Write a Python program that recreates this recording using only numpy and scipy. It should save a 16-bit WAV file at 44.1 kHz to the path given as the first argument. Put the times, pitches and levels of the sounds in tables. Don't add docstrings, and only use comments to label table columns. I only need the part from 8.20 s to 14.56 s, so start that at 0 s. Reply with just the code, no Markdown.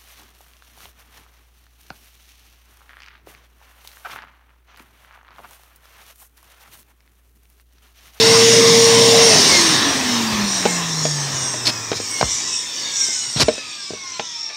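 import sys
import numpy as np
from scipy import signal
from scipy.fft import rfft, irfft, next_fast_len
from scipy.io import wavfile
from scipy.ndimage import uniform_filter1d, minimum_filter1d, map_coordinates

SR = 44100
rng = np.random.default_rng(int(sys.argv[2]) if len(sys.argv) > 2 else 0)


def materialize(psi):
    bounded = np.clip(np.atleast_2d(psi).T, -1, 1)
    quanta = np.round(bounded * 32767).astype(np.int16)
    wavfile.write(sys.argv[1], SR, quanta)


N = 280476
FULL_HZ = 460
OFF_S = 1.073
TOP_HZ = 15750
SLOW_SHARE = 0.13


def amp(db):
    return 10 ** (np.asarray(db) / 20)


def unit(x):
    return x / np.sqrt(np.mean(x ** 2) + 1e-20)


def along(points, hz):
    f, v = np.transpose(points)
    return np.interp(np.log(hz + 1), np.log(f + 1), v)


def curves(rows):
    s, *cols = np.transpose(rows)
    return [np.interp(np.arange(N) / SR, s, c) for c in cols]


def wobble(rate):
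    knots = rng.standard_normal(int(N * rate / SR) + 4)
    return map_coordinates(knots, [np.arange(N) * rate / SR])


def filtered(x, response):
    m = next_fast_len(len(x) + 8192)
    return irfft(rfft(x, m) * response(np.fft.rfftfreq(m, 1 / SR)), m)[:len(x)]


def coloured(x, spectrum):
    def response(hz):
        return amp(along(spectrum, hz)) / (1 + (hz / spectrum[-1][0] / 2) ** 4)
    return unit(filtered(x, response))


def patchy(x, patchy_db):
    z = signal.stft(x, nperseg=1024)[2]
    field = uniform_filter1d(rng.standard_normal(z.shape), size=7, axis=0)
    field = uniform_filter1d(field, size=12, axis=1)
    return unit(signal.istft(z * amp(patchy_db * unit(field)), nperseg=1024)[1][:N])


def turbulence(patchy_db):
    return patchy(rng.standard_normal(N), patchy_db)


def resonances(modes, hz):
    return sum(amp(db) / (1 + (2 * (hz - centre) / width) ** 2) ** 2 for centre, width, db in modes)


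def add(track, s, sound):
    part = track[round(s * SR):][:len(sound)]
    part += sound[:len(part)]


AIR_DRAG, BRUSH_DRAG_HZ_PER_S = .002155, 15.178
SAG_HZ, SETTLE_S = 11, .12


def rotor():
    t = np.arange(N) / SR
    even_hz = np.sqrt(BRUSH_DRAG_HZ_PER_S / AIR_DRAG)
    coasting_s = np.maximum(t - OFF_S, 0)
    hz = even_hz * np.tan(np.arctan(FULL_HZ / even_hz) - AIR_DRAG * even_hz * coasting_s)
    hz = hz - SAG_HZ * np.exp(-t / SETTLE_S)
    return hz / FULL_HZ, np.cumsum(hz) / SR


# [f/Hz, width/Hz, level/dB]
HOUSING = [(1040, 110, -44.5), (1360, 71, -49), (1610, 110, -49), (1775, 100, -50), (2148, 210, -36.5),
           (2580, 240, -40.5), (2940, 230, -42), (3610, 360, -39.5), (4220, 240, -39), (5280, 340, -28.5),
           (5720, 590, -32), (6310, 330, -30.5), (6760, 270, -32), (8390, 1070, -31)]
HOUSING_WALL_DB, WALL_LOW_HZ, HOUSING_WALL_HZ = -48.5, 735, 7000


def housing(hz):
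    wall = amp(HOUSING_WALL_DB) / (1 + (WALL_LOW_HZ / hz) ** 8 + (hz / HOUSING_WALL_HZ) ** 8)
    return resonances(HOUSING, hz) + wall


# [f/Hz, width/Hz, level/dB]
BODY = [(466.7, 83, -13), (334, 62, -22.5), (270, 93, -31.5), (231, 52, -24), (205.2, 17.5, -24),
        (177, 27, -29.5), (150.2, 41, -26), (116.7, 22, -38.5)]
# [multiple of the rotor speed, level/dB into the housing at full speed]
FAN = [(2, 8), (6, 7.5), (12, 6.5), (14, -12)]
# [f/Hz, width/Hz, added gain/dB]
CRITICAL = [(362, 77, 8.5)]
FAN_POWER = 0.79
MAINS_HZ, COILS_DB, COILS_FADE_S = 60, -30.5, 0.057


def hum(speed, turns):
    t, hz, angle = np.arange(N) / SR, FULL_HZ * speed, 2 * np.pi * turns
    unbalance = resonances(BODY, hz) * amp(0.37 * wobble(11)) * np.sin(angle)
    fan = np.zeros(N)
    for multiple, db in FAN:
        k = round(multiple)
        level = housing(k * hz) * amp(db + 2.2 * wobble(10))
        fan += level * np.sin(k * angle + .5 * wobble(25))
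    fan = fan * speed ** FAN_POWER * (1 + resonances(CRITICAL, hz))
    powered = np.clip((OFF_S - t) / COILS_FADE_S + 1, 0, 1)
    coils = amp(COILS_DB) * powered * np.sin(2 * np.pi * 2 * MAINS_HZ * t)
    return np.sqrt(2) * (unbalance + fan + coils)


# [multiple of the rotor speed, level/dB into the housing]
WHINE = [(22, -1), (30, -5), (32, -13), (44, -1.5), (66, -4.5), (88, -6), (110, -17), (132, -2), (154, -5),
         (176, -11)]
BARS = 22
SOFTENING = 0.25
CHATTER_RAD, CHATTER_DB = .010, 3.5


def whine(speed, turns):
    angle = 2 * np.pi * turns + CHATTER_RAD * wobble(120)
    slowness = 1 + (SLOW_SHARE / speed) ** 6
    out = np.zeros(N)
    for multiple, db in WHINE:
        k = round(multiple)
        hz = k * FULL_HZ * speed
        gain = housing(hz) * (hz < TOP_HZ) / slowness ** (SOFTENING * (k / BARS - 1))
        out += gain * amp(db + CHATTER_DB * wobble(35)) * np.sin(k * angle)
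    return np.sqrt(2) * out


# [f/Hz, level/dB per Hz]
ROAR = [(25, -49), (60, -28), (100, -9.5), (160, 0), (235, -6), (330, -7), (520, -4), (660, -3.5),
        (780, -7), (1050, -4.5), (1300, -13.5), (2000, -8.5)]
# [f/Hz, level/dB per Hz]
COAST = [(25, -40), (60, -12.5), (110, 3.5), (170, -10), (280, 3), (400, 0), (580, -10), (800, -1.5),
         (1050, 2.5), (1350, -3.5), (1500, -7), (1800, 3), (2200, -9)]
# [f/Hz, level/dB per Hz]
BIN = [(90, -61), (165, -15), (200, 1), (240, 5), (290, -2.5), (420, -16.5)]
ROAR_DB, COAST_DB, BOOM_DB = -19, -11.5, -26
ROAR_POWER, COAST_POWER = 1.79, 1.893


def exhaust(speed):
    roar = amp(ROAR_DB) * speed ** ROAR_POWER * coloured(turbulence(patchy_db=3.33), ROAR)
    coast_gain = amp(COAST_DB) * np.sqrt(np.abs(1 - speed)) * speed ** COAST_POWER
    coast = coast_gain * coloured(turbulence(patchy_db=1.1), COAST)
    boom = amp(BOOM_DB) * speed ** 2 * coloured(rng.standard_normal(N), BIN)
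    return amp(1.08 * wobble(13)) * (roar + coast) + boom


def friction(speed, turns, repeat, count=256):
    surface = signal.resample(rng.choice([-1, 1], count), count * 16)
    phases = np.exp(1j * np.angle(rfft(surface)))
    surface = irfft(phases * (np.arange(count * 8 + 1) < count / 2))
    worn = np.interp(2 * turns % 1, np.arange(len(surface)) / len(surface), surface)
    worn = patchy(worn * np.sqrt(speed), patchy_db=-4.5)
    return repeat * np.clip(1 - 2 * speed, 0, 1) * worn + turbulence(patchy_db=5.0)


# [f/Hz, level/dB per Hz]
DUCT = [(700, -38), (1350, -13), (1750, -3), (2100, 3), (2500, -6.5), (3100, 0), (3700, 5), (4300, 3),
        (4800, 5), (6000, -12)]
# [f/Hz, level/dB per Hz]
CASING = [(700, -32), (1350, -9.5), (1850, -12), (2300, 2), (2650, 2.5), (3100, 1), (3450, 6), (3720, 8),
          (4200, 3), (4800, 4.5), (6000, -36)]
# [t/s, level/dB]
MID_LEVEL = [(0.0, -18), (1.4, -18), (1.68, -24), (2.99, -35), (3.08, -34), (3.51, -41), (3.74, -40),
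             (4.14, -32.5), (4.43, -35.5), (4.82, -31), (5.74, -38), (6.36, -40)]
RUSH_DB, CASING_DB = 0, 1.5


def duct(speed, turns):
    mid_db, = curves(MID_LEVEL)
    rush = amp(RUSH_DB) * np.sqrt(speed) * coloured(turbulence(patchy_db=1.8), DUCT)
    stirred = coloured(friction(speed, turns, repeat=0.58), CASING)
    casing = amp(CASING_DB) * np.sqrt(np.abs(1 - speed)) * stirred
    return amp(mid_db + 0.23 * wobble(12)) * (rush + casing)


# [f/Hz, level/dB per Hz]
POWER_HISS = [(3000, -28), (4700, -11.5), (5500, 0), (6100, -4), (7000, -9.5), (7900, -19), (8200, -13.5),
              (8900, -11), (10000, -24.5), (11800, -40), (16000, -60)]
# [f/Hz, level/dB per Hz]
BRUSH_HISS = [(3000, -53), (4700, -22), (5200, -1), (5600, 4), (6300, -5), (7200, -4), (7850, -9.5),
              (8200, -5), (9000, -25), (10000, -68), (10800, -39), (11250, -23), (11900, -62)]
# [f/Hz, level/dB per Hz]
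TOP_HISS = [(6000, -23), (9500, -1), (12500, -1), (15500, 1), (17000, -30)]
# [t/s, level/dB]
TREBLE_LEVEL = [(0, -17), (0.7, -15), (1.28, -13), (1.72, -22.5), (1.95, -23.5), (2.16, -27), (2.33, -20.5),
                (2.55, -24.6), (2.9, -23.5), (3.2, -24.5), (3.4, -27), (3.68, -30.5), (3.92, -26),
                (4.1, -21), (4.3, -20), (4.52, -30.5), (4.66, -28.5), (4.78, -20.5), (4.9, -22), (5.0, -25),
                (5.14, -22.5), (5.3, -33.5), (5.8, -35), (6.12, -29), (6.35, -32)]
# [t/s, level/dB]
TOP_LEVEL = [(0.0, -43), (1.06, -39), (1.4, -37), (1.68, -43), (2.25, -41), (4.23, -54), (4.71, -52),
             (5.12, -55), (5.74, -89), (6.36, -89)]
POWER_HISS_DB, BRUSH_HISS_DB, TOP_HISS_DB = -0.5, -0.7, -3.5
STALL_SHARE = 0.15


def hiss(speed, turns):
    draught = np.clip((speed - STALL_SHARE) / (1 - STALL_SHARE), .01, 1)
    power_share = np.clip(1.11 * draught, 0, 1)
    broad = coloured(turbulence(patchy_db=2.35), POWER_HISS)
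    broad = amp(POWER_HISS_DB) * np.sqrt(power_share) * broad

    brush = coloured(friction(speed, turns, repeat=1.0), BRUSH_HISS)
    brush_top = filtered(brush, lambda hz: 1 / (1 + (6300 / (hz + 1)) ** 16))
    brush = brush - np.clip((SLOW_SHARE - speed) * 18, 0, .8) * brush_top
    pressure = 1 + 0.12 * np.sin(2 * np.pi * turns)
    brush = amp(BRUSH_HISS_DB) * brush * np.sqrt(1 - power_share) * pressure

    treble_db, = curves(TREBLE_LEVEL)
    top_db, = curves(TOP_LEVEL)
    top = amp(top_db + TOP_HISS_DB + 2.6 * wobble(6.4)) * coloured(rng.standard_normal(N), TOP_HISS)
    return top + amp(treble_db + 1.04 * wobble(14)) * (broad + brush)


# [t/s, level/dB, t60/s]
THUDS = [(2.115, -15.5, 0.11), (2.21, -17, 0.11), (3.755, -24.5, .1), (4.025, -12, 0.15),
         (5.160, -4, 0.054), (5.223, -5.5, 0.093), (5.715, -22, 0.06)]


def thuds():
    out, t = np.zeros(N), np.arange(SR // 4) / SR
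    swing_hz = 48 + 170 * np.exp(-t / 0.013)
    swing = np.sin(2 * np.pi * np.cumsum(swing_hz) / SR)
    onset = 1 - np.exp(-t / 0.0098)
    for s, db, t60 in THUDS:
        add(out, s, amp(db - 60 * t / t60) * onset * swing)
    return out


# [t/s, level/dB, ring f/Hz, t60/s, crack level/dB re level]
KNOCKS = [(2.454, -7, 395, 0.033, -7), (2.46, -10.5, 820, 0.051, -12), (2.8531, -7.5, 636, 0.023, -13.5),
          (3.341, -24, 617, 0.038, -3), (3.717, -11.5, 450, 0.03, -7.5), (3.729, -17.5, 400, 0.038, -3.5),
          (3.801, -16.5, 490, 0.016, -20), (4.0117, -8, 740, 0.016, 0.5), (4.0284, 3.5, 1004, 0.0047, -35),
          (4.886, -28, 398, 0.025, -12), (5.162, -20, 260.4, 0.011, 1), (5.283, -4, 606, 0.049, -12.5),
          (5.38, -22, 557, 0.033, -6), (5.706, -19, 376, 0.021, -23), (5.735, -22.5, 410, 0.04, -14),
          (5.996, -17, 810, 0.038, -1.5), (6.299, -44.5, 600, 0.11, 11)]
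# [f/Hz, level/dB, t60/s]
SHELL = [(224, -4.5, 0.046), (320, -10, 0.052), (472, -4.5, 0.063), (664, -2, 0.037), (770, -7, 0.05),
         (1100, -16, 0.059), (1530, -15, 0.05), (2340, -18, 0.093)]
# [f/Hz, level/dB per Hz]
CRACK = [(150, -7), (400, 9), (900, 13), (2200, 9.5), (4200, 9), (6500, 5), (10000, -43), (16000, -44)]


def knocks():
    out, t = np.zeros(N), np.arange(SR // 4) / SR
    for s, db, hz, t60, crack_db in KNOCKS:
        panel = amp(-60 * t / t60) * np.sin(2 * np.pi * hz * t)
        shell = np.zeros(len(t))
        for f, level, life in SHELL:
            decay = amp(level + rng.normal(0, 2.9) - 60 * t / life)
            ring = np.sin(2 * np.pi * f * rng.normal(1, 0.037) * t)
            shell += rng.choice([-1, 1]) * decay * ring
        shell *= amp(-5.5) * min(t60 / 0.039, 1)
        crack = amp(crack_db - 60 * t / (1.15 * t60)) * coloured(rng.standard_normal(len(t)), CRACK)
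        add(out, s, amp(db) * (panel + shell + crack))
    band = signal.butter(2, [140, 7500], "band", fs=SR, output="sos")
    return signal.sosfilt(band, out)


# [t/s, length/s, level/dB, brightest f/Hz, body level/dB re level]
SCRAPES = [(3.453, 0.013, -19.5, 4750, -8), (3.467, 0.014, -10, 4100, -13), (3.48, 0.027, -23, 4230, 2),
           (3.748, 0.039, -28, 5200, -11), (5.165, 0.049, -25, 4060, -1), (5.198, 0.037, -14.5, 4580, 2)]
# [f/Hz, level/dB per Hz]
RUB = [(60, -20), (200, -5), (900, -8.5), (2000, -13), (5000, -11), (10000, -26.5), (16000, -48)]
GRIT_DB = 6


def scrapes():
    out, t = np.zeros(N), np.arange(SR // 8) / SR
    for s, length, db, hz, body_db in SCRAPES:
        grit = rng.standard_normal((2, len(t))) * amp(GRIT_DB * rng.standard_normal(len(t)))

        def resonance(f):
            return 1j * f / (hz * hz - f * f + 1j * f * hz * 0.21) / (1 + (f / 9500) ** 4)
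        bright = unit(filtered(grit[0], resonance))
        rub = amp(body_db) * coloured(grit[1], RUB)
        stroke = np.abs(np.sin(np.pi * np.minimum(t / length, 1))) ** 0.32
        add(out, s, amp(db) * stroke * (bright + rub))
    return out


# [f/Hz, t60/s]
ROOM = [(150, 0.31), (1500, 0.13), (10000, 0.057)]


def room(x):
    hz, t, z = signal.stft(rng.standard_normal(SR // 3), SR, nperseg=256)
    decay = amp(-60 * t / along(ROOM, hz)[:, None])
    tail = signal.istft(z * decay, SR, nperseg=256)[1]
    return signal.fftconvolve(x, tail / np.linalg.norm(tail))[:N]


ROOM_DB = -17


def scene():
    speed, turns = rotor()
    motor = hum(speed, turns) + whine(speed, turns) + exhaust(speed) + duct(speed, turns) + hiss(speed, turns)
    handling = thuds() + knocks() + scrapes()
    mono = motor + handling + amp(ROOM_DB) * room(handling)
    return np.array([mono, mono])


def record(dry):
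    def low_cut(hz):
        return 1 / np.sqrt(1 + (46 / (hz + 1)) ** 6)
    sound = np.array([filtered(channel, low_cut) for channel in dry])
    needed = 1 / np.maximum(np.abs(sound).max(axis=0), 1)
    gain = uniform_filter1d(minimum_filter1d(needed, size=90), size=90)
    return np.array([filtered(channel * gain, lambda hz: hz < TOP_HZ) for channel in sound])


dry = scene()
out = record(dry)
materialize(out)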